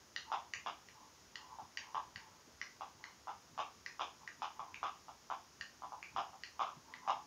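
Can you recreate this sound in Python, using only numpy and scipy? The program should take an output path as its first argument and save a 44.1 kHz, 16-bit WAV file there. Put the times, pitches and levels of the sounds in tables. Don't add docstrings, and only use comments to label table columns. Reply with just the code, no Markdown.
import sys
import numpy as np
from scipy import signal
from scipy.fft import rfft, irfft
from scipy.io import wavfile
from scipy.ndimage import uniform_filter1d

SR = 44100
rng = np.random.default_rng(int(sys.argv[2]) if len(sys.argv) > 2 else 0)


def master(y):
    cut = np.clip(np.atleast_2d(y).T, -1, 1)
    pcm = np.round(cut * 32767)
    wavfile.write(sys.argv[1], SR, pcm.astype(np.int16))


N = 320166
T = np.arange(N) / SR

# frequency in Hz, relative level in dB.
BACKGROUND_SPECTRUM = [(22, -15), (40, -14), (70, 5), (110, 0.5), (200, -1), (330, 0), (600, -4.5),
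                       (1200, -3), (2500, -9.5), (4300, -10.5), (5200, -4), (6800, -5.5)]
# start in seconds, level in dB, nominal pitch of the lowest mode in Hz, brightness in dB.
RING_TICKS = [(0.1621, -24.5, 1925, 7.5), (0.5359, -25, 1944, 9.5), (0.8859, -43, 1970, 7),
              (1.356, -30.5, 1950, 11.5), (1.7723, -25.5, 1940, 11), (2.1591, -32, 1970, 10.5),
              (2.6144, -26, 2020, 1), (3.04, -32.5, 2050, 1.5), (3.8618, -28, 1960, 4),
              (4.276, -30.5, 1936, -1), (4.7436, -33.5, 2400, -16), (5.6104, -28, 1866, 6),
              (6.0278, -33.5, 2310, -1), (6.4352, -30.5, 1950, 8.5), (6.9383, -33, 2020, -3)]
# frequency in Hz, relative level in dB, free T60 in seconds.
SHAFT_MODES = [(1150, -26, 0.025), (2863, -8.5, 0.007), (4200, -19.5, 0.0088), (4746, -17, 0.012),
               (5750, -19.5, 0.0085), (6100, -38, .008)]
# frequency in Hz, relative level in dB.
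ROOM_MODES = [(1618, 7), (1840, -4), (1949, -5), (2326, 0), (2740, 1), (2895, -2), (4310, 1), (4675, 1)]
# centre in seconds, half-width in seconds, level in dB.
TIP_ROLLS = [(0.298, 0.029, -56.5), (1.017, 0.072, -61), (1.512, 0.12, -57), (1.87, 0.083, -61),
             (2.272, 0.13, -63), (3.064, 0.057, -60.5), (4.237, 0.043, -62.5), (4.67, 0.081, -60.5),
             (5.982, 0.037, -62), (6.26, 0.045, -60), (6.928, 0.064, -59.5), (7.074, 0.037, -52)]
# start in seconds, level in dB, resonance of the
# spot in Hz, brightness in dB, bounce delay in seconds, its relative level in dB, its resonance in Hz.
TIP_KNOCKS = [(0.317, -28.5, 1030, -18, 0.019, -1.5, 990), (0.661, -31.5, 1170, -14.5, 0.013, -3.5, 1220),
              (1.585, -41, 845, -32, 0.0091, -8.5, 860), (1.945, -31, 990, -21, .021, 1, 1090),
              (2.808, -36, 1120, -20.5, .018, -10, 890), (3.271, -37.5, 1190, -25, 0.012, 1.5, 920),
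              (3.577, -34.5, 1200, -9.5, 0.014, 5.5, 1150), (3.994, -31.5, 1250, -10, 0.015, 1, 1350),
              (4.419, -30.5, 1100, -11.5, .024, -4.5, 1270), (4.593, -34, 1190, -23, 0.043, -15.5, 870),
              (4.829, -28, 1270, -13.5, 0.029, -5, 1240), (5.082, -43, 1180, -21, .018, -14, 1150),
              (5.3, -32, 1300, -22.5, 0.014, -2, 1360), (5.82, -39.5, 1220, -30, 0.015, 0, 1280),
              (5.92, -38, 950, -32, 0.017, -25, 950), (6.162, -28.5, 1210, -16, 0.019, 0, 820),
              (6.331, -47, 930, -25, .018, -12, 1000), (6.593, -29.5, 1240, -15.5, 0.016, 2.5, 1210),
              (6.667, -36, 960, -18, 0.016, -18, 970), (7.076, -26.5, 1180, -17, .019, 3.5, 840)]
# frequency in Hz, gain in dB.
BOARD_RESPONSE = [(80, -36), (430, -15.5), (540, -13), (660, -5), (780, 2), (1200, 2.5), (1450, -8.5),
                  (1900, -20), (2800, -17.5), (3550, -17), (4000, -28), (4550, -37.5), (4950, -22.5),
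                  (6800, -34.5)]
# frequency in Hz, relative level in dB.
FLOOR_MODES = [(615, -3), (651, -5), (698, 6.5), (782, -1), (865, -2), (1006, -1), (1046, -4), (1130, 1),
               (1240, 1), (1322, -4), (1408, -5), (1500, 0), (1618, 4), (2500, 2), (2820, 6), (3498, 3)]
# delay in seconds, amplitude gain.
REFLECTIONS = [(.00778, .7), (.00896, .2), (.01134, .36), (.01277, .2), (.01603, .26), (.02193, .37),
               (.02571, .39), (.03082, .24), (.03458, .37)]
# start in seconds, level in dB, pitch in Hz.
FIRM_BUMPS = [(1.619, -62, 110), (2.058, -66, 101), (2.15, -60.5, 89), (2.474, -64, 296), (2.945, -68, 147),
              (3.508, -63.5, 113), (4.602, -66, 120), (5.601, -62, 69.5), (6.146, -57, 86.5),
              (6.765, -61, 140)]


def undb(db):
    return 10 ** (np.asarray(db) / 20)


def unit(x):
    return x / np.sqrt(np.mean(x ** 2))


def add(out, start, x):
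    i = max(int(start * SR), 0)
    out[i:i + len(x)] += x[:len(out) - i]


def colour(points, size):
    hz, db = np.transpose(points)
    return np.interp(np.log(np.fft.rfftfreq(size, 1 / SR) + 1), np.log(hz), db)


def noise(points):
    return unit(irfft(rfft(rng.standard_normal(N)) * undb(colour(points, N)), N))


def band(x, lo_hz, hi_hz, order=2):
    return signal.sosfilt(signal.butter(order, [lo_hz, hi_hz], "band", fs=SR, output="sos"), x)


def impulse_response(db, size):
    cepstrum = irfft(np.log(undb(db)))
    cepstrum[1:size // 2] *= 2
    cepstrum[size // 2 + 1:] = 0
    return irfft(np.exp(rfft(cepstrum)))


def reverberation(t60, onset_s, points):
    t = T[:SR // 2]
    build_up = np.clip(t / onset_s - 1 / 2, 0, 1)
    spectrum = rfft(rng.standard_normal(len(t)) * undb(-60 * t / t60) * build_up)
    spectrum /= np.sqrt(uniform_filter1d(abs(spectrum) ** 2, size=70))
    return irfft(spectrum * undb(colour(points, len(t))), len(t))


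def resonances(modes, level_db, t60):
    t = T[:SR // 2]
    return undb(level_db - 60 * t / t60) * sum(undb(db) * np.cos(2 * np.pi * hz * t) for hz, db in modes)


def background():
    swell = np.interp(T, np.linspace(0, T[-1], num=60), rng.standard_normal(60))
    rumble = unit(band(rng.standard_normal(N), 38, 343, order=3))
    return undb(-59) * noise(BACKGROUND_SPECTRUM) + undb(-81.5 + 2 * swell) * rumble


def ring_ticks():
    out, t = np.zeros(N), T[:SR // 16]
    free_hz, free_t60 = 1988, 0.013
    room_colour = [(1000, 6.5), (1600, 3), (1950, -4), (2400, 5.5), (2800, 1),
                   (3500, -0.5), (4300, 2.5), (4750, -1), (5300, 1.5), (6500, 1.5)]
    for start, level_db, pitch_hz, bright_db in RING_TICKS:
        decay_scale = (free_hz / pitch_hz) ** 6.2
        modes = [(pitch_hz * 0.9815, 1, free_t60)]
        for hz, db, t60 in SHAFT_MODES:
            lift_db = np.interp(hz, [1900, 2900, 4300], [0, 0.93 * bright_db, bright_db])
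            modes.append((hz * (1 + 0.006 * rng.standard_normal()), db + lift_db, t60))
        shaft = sum((-1) ** k * undb(db - 60 * t / (t60 * decay_scale)) * np.sin(2 * np.pi * hz * t)
                    for k, (hz, db, t60) in enumerate(modes))
        shaft *= 1 - np.exp(-t / 0.0005)
        crack = band(rng.standard_normal(len(t)), 1200, 7000)
        crack *= undb(-10.5 + bright_db / 2 - 60 * t / 0.01)
        gain = undb(level_db + 11.5) / np.linalg.norm(shaft + crack)
        room = reverberation(t60=0.3, onset_s=0.006, points=room_colour)
        room += resonances(ROOM_MODES, level_db=-52.5, t60=0.25)
        add(out, start, gain * (shaft + crack))
        add(out, start, gain * signal.fftconvolve(undb(-2) * shaft + undb(2.5) * crack, room))
    return out


def floor_to_microphone():
    room_colour = [(450, 5.5), (750, 4), (1300, 0), (2800, 6.5), (6000, 3)]
    room = reverberation(t60=0.28, onset_s=0.0044, points=room_colour)
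    room += resonances(FLOOR_MODES, level_db=-55.5, t60=0.31)
    for delay, gain in REFLECTIONS:
        room[int(delay * SR)] += gain
    return room


def tip_rolling():
    impulses_per_s = 2500
    settling = [(start + 0.048, 0.075, db - 32.5) for start, db, *_ in TIP_KNOCKS]
    envelope = sum(undb(db) * np.exp(-((T - centre) / width) ** 2)
                   for centre, width, db in TIP_ROLLS + settling)
    grain = rng.choice([-1, 1], N) * (rng.random(N) < impulses_per_s / SR)
    boards = band(grain, 865, 1075)
    reflected = signal.fftconvolve(boards, floor_to_microphone())[:N]
    return envelope * unit(boards + undb(-6.5) * reflected)


def tip_knocks():
    size, usual_bright_db = 2048, -21.5
    out, t, bin_hz = np.zeros(N), T[:size], np.fft.rfftfreq(size, 1 / SR)
    treble_share = colour([(1100, 0.19), (2800, 0.84)], size)
    blows = []
    for start, db, spot_hz, bright_db, delay, bounce_db, bounce_hz in TIP_KNOCKS:
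        blows.append((start, db, spot_hz, bright_db))
        blows.append((start + delay, db + bounce_db, bounce_hz, bright_db))
    for start, db, spot_hz, bright_db in blows:
        spot_db = 5 / (1 + ((bin_hz - spot_hz) / 160) ** 2)
        tilt_db = treble_share * (bright_db - usual_bright_db)
        board = impulse_response(colour(BOARD_RESPONSE, size) + spot_db + tilt_db, size)
        force = 0.05 * rng.standard_normal(size) * np.sin(np.pi * np.minimum(t / 0.004, 1))
        force[int(0.001 * SR)] += 1
        blow = signal.fftconvolve(board, force)
        blow *= undb(db + 15.5) / np.linalg.norm(blow)
        add(out, start, band(blow, 40, 2100, order=1))
        add(out, start, signal.fftconvolve(blow, floor_to_microphone()))
    return out


def lap_bumps():
    out, t = np.zeros(N), T[:SR // 5]
    light_per_s = 3.8
    light_bumps = [(when * T[-1], -70 + 6 * (force - 0.5), 99 * 2 ** (pitch - 0.5))
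                   for when, force, pitch in rng.random((int(light_per_s * T[-1]), 3))]
    for start, db, hz in FIRM_BUMPS + light_bumps:
        push = np.sin(2 * np.pi * hz * t) * (1 - np.exp(-t / 0.006)) * undb(-60 * t / 0.06)
        rub = unit(band(rng.standard_normal(len(t)), hz / 1.5, hz * 2.5, order=3)) * undb(-60 * t / 0.2)
        add(out, start, undb(db) * (undb(11) * push + undb(2) * rub))
    return out


def faint_tone():
    fade_in = np.clip((T - 6.73) / 0.022, 0, 1)
    return undb(-71.5) * np.sin(2 * np.pi * 253 * T) * fade_in


def scene():
    return (background() + ring_ticks() + tip_rolling() + tip_knocks() + lap_bumps() + faint_tone())[None]


def record(dry):
    narrow = signal.sosfilt(signal.cheby1(12, 0.2, 6950, fs=SR, output="sos"), dry)
    narrow = signal.sosfilt(signal.butter(3, 38, "high", fs=SR, output="sos"), narrow)
    hiss = undb(-75) * noise([(3000, 4), (8000, 3.6), (15000, 1)])
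    return signal.sosfilt(signal.ellip(10, 0.2, 70, 15650, fs=SR, output="sos"), narrow + hiss)


dry = scene()
out = record(dry)
master(out)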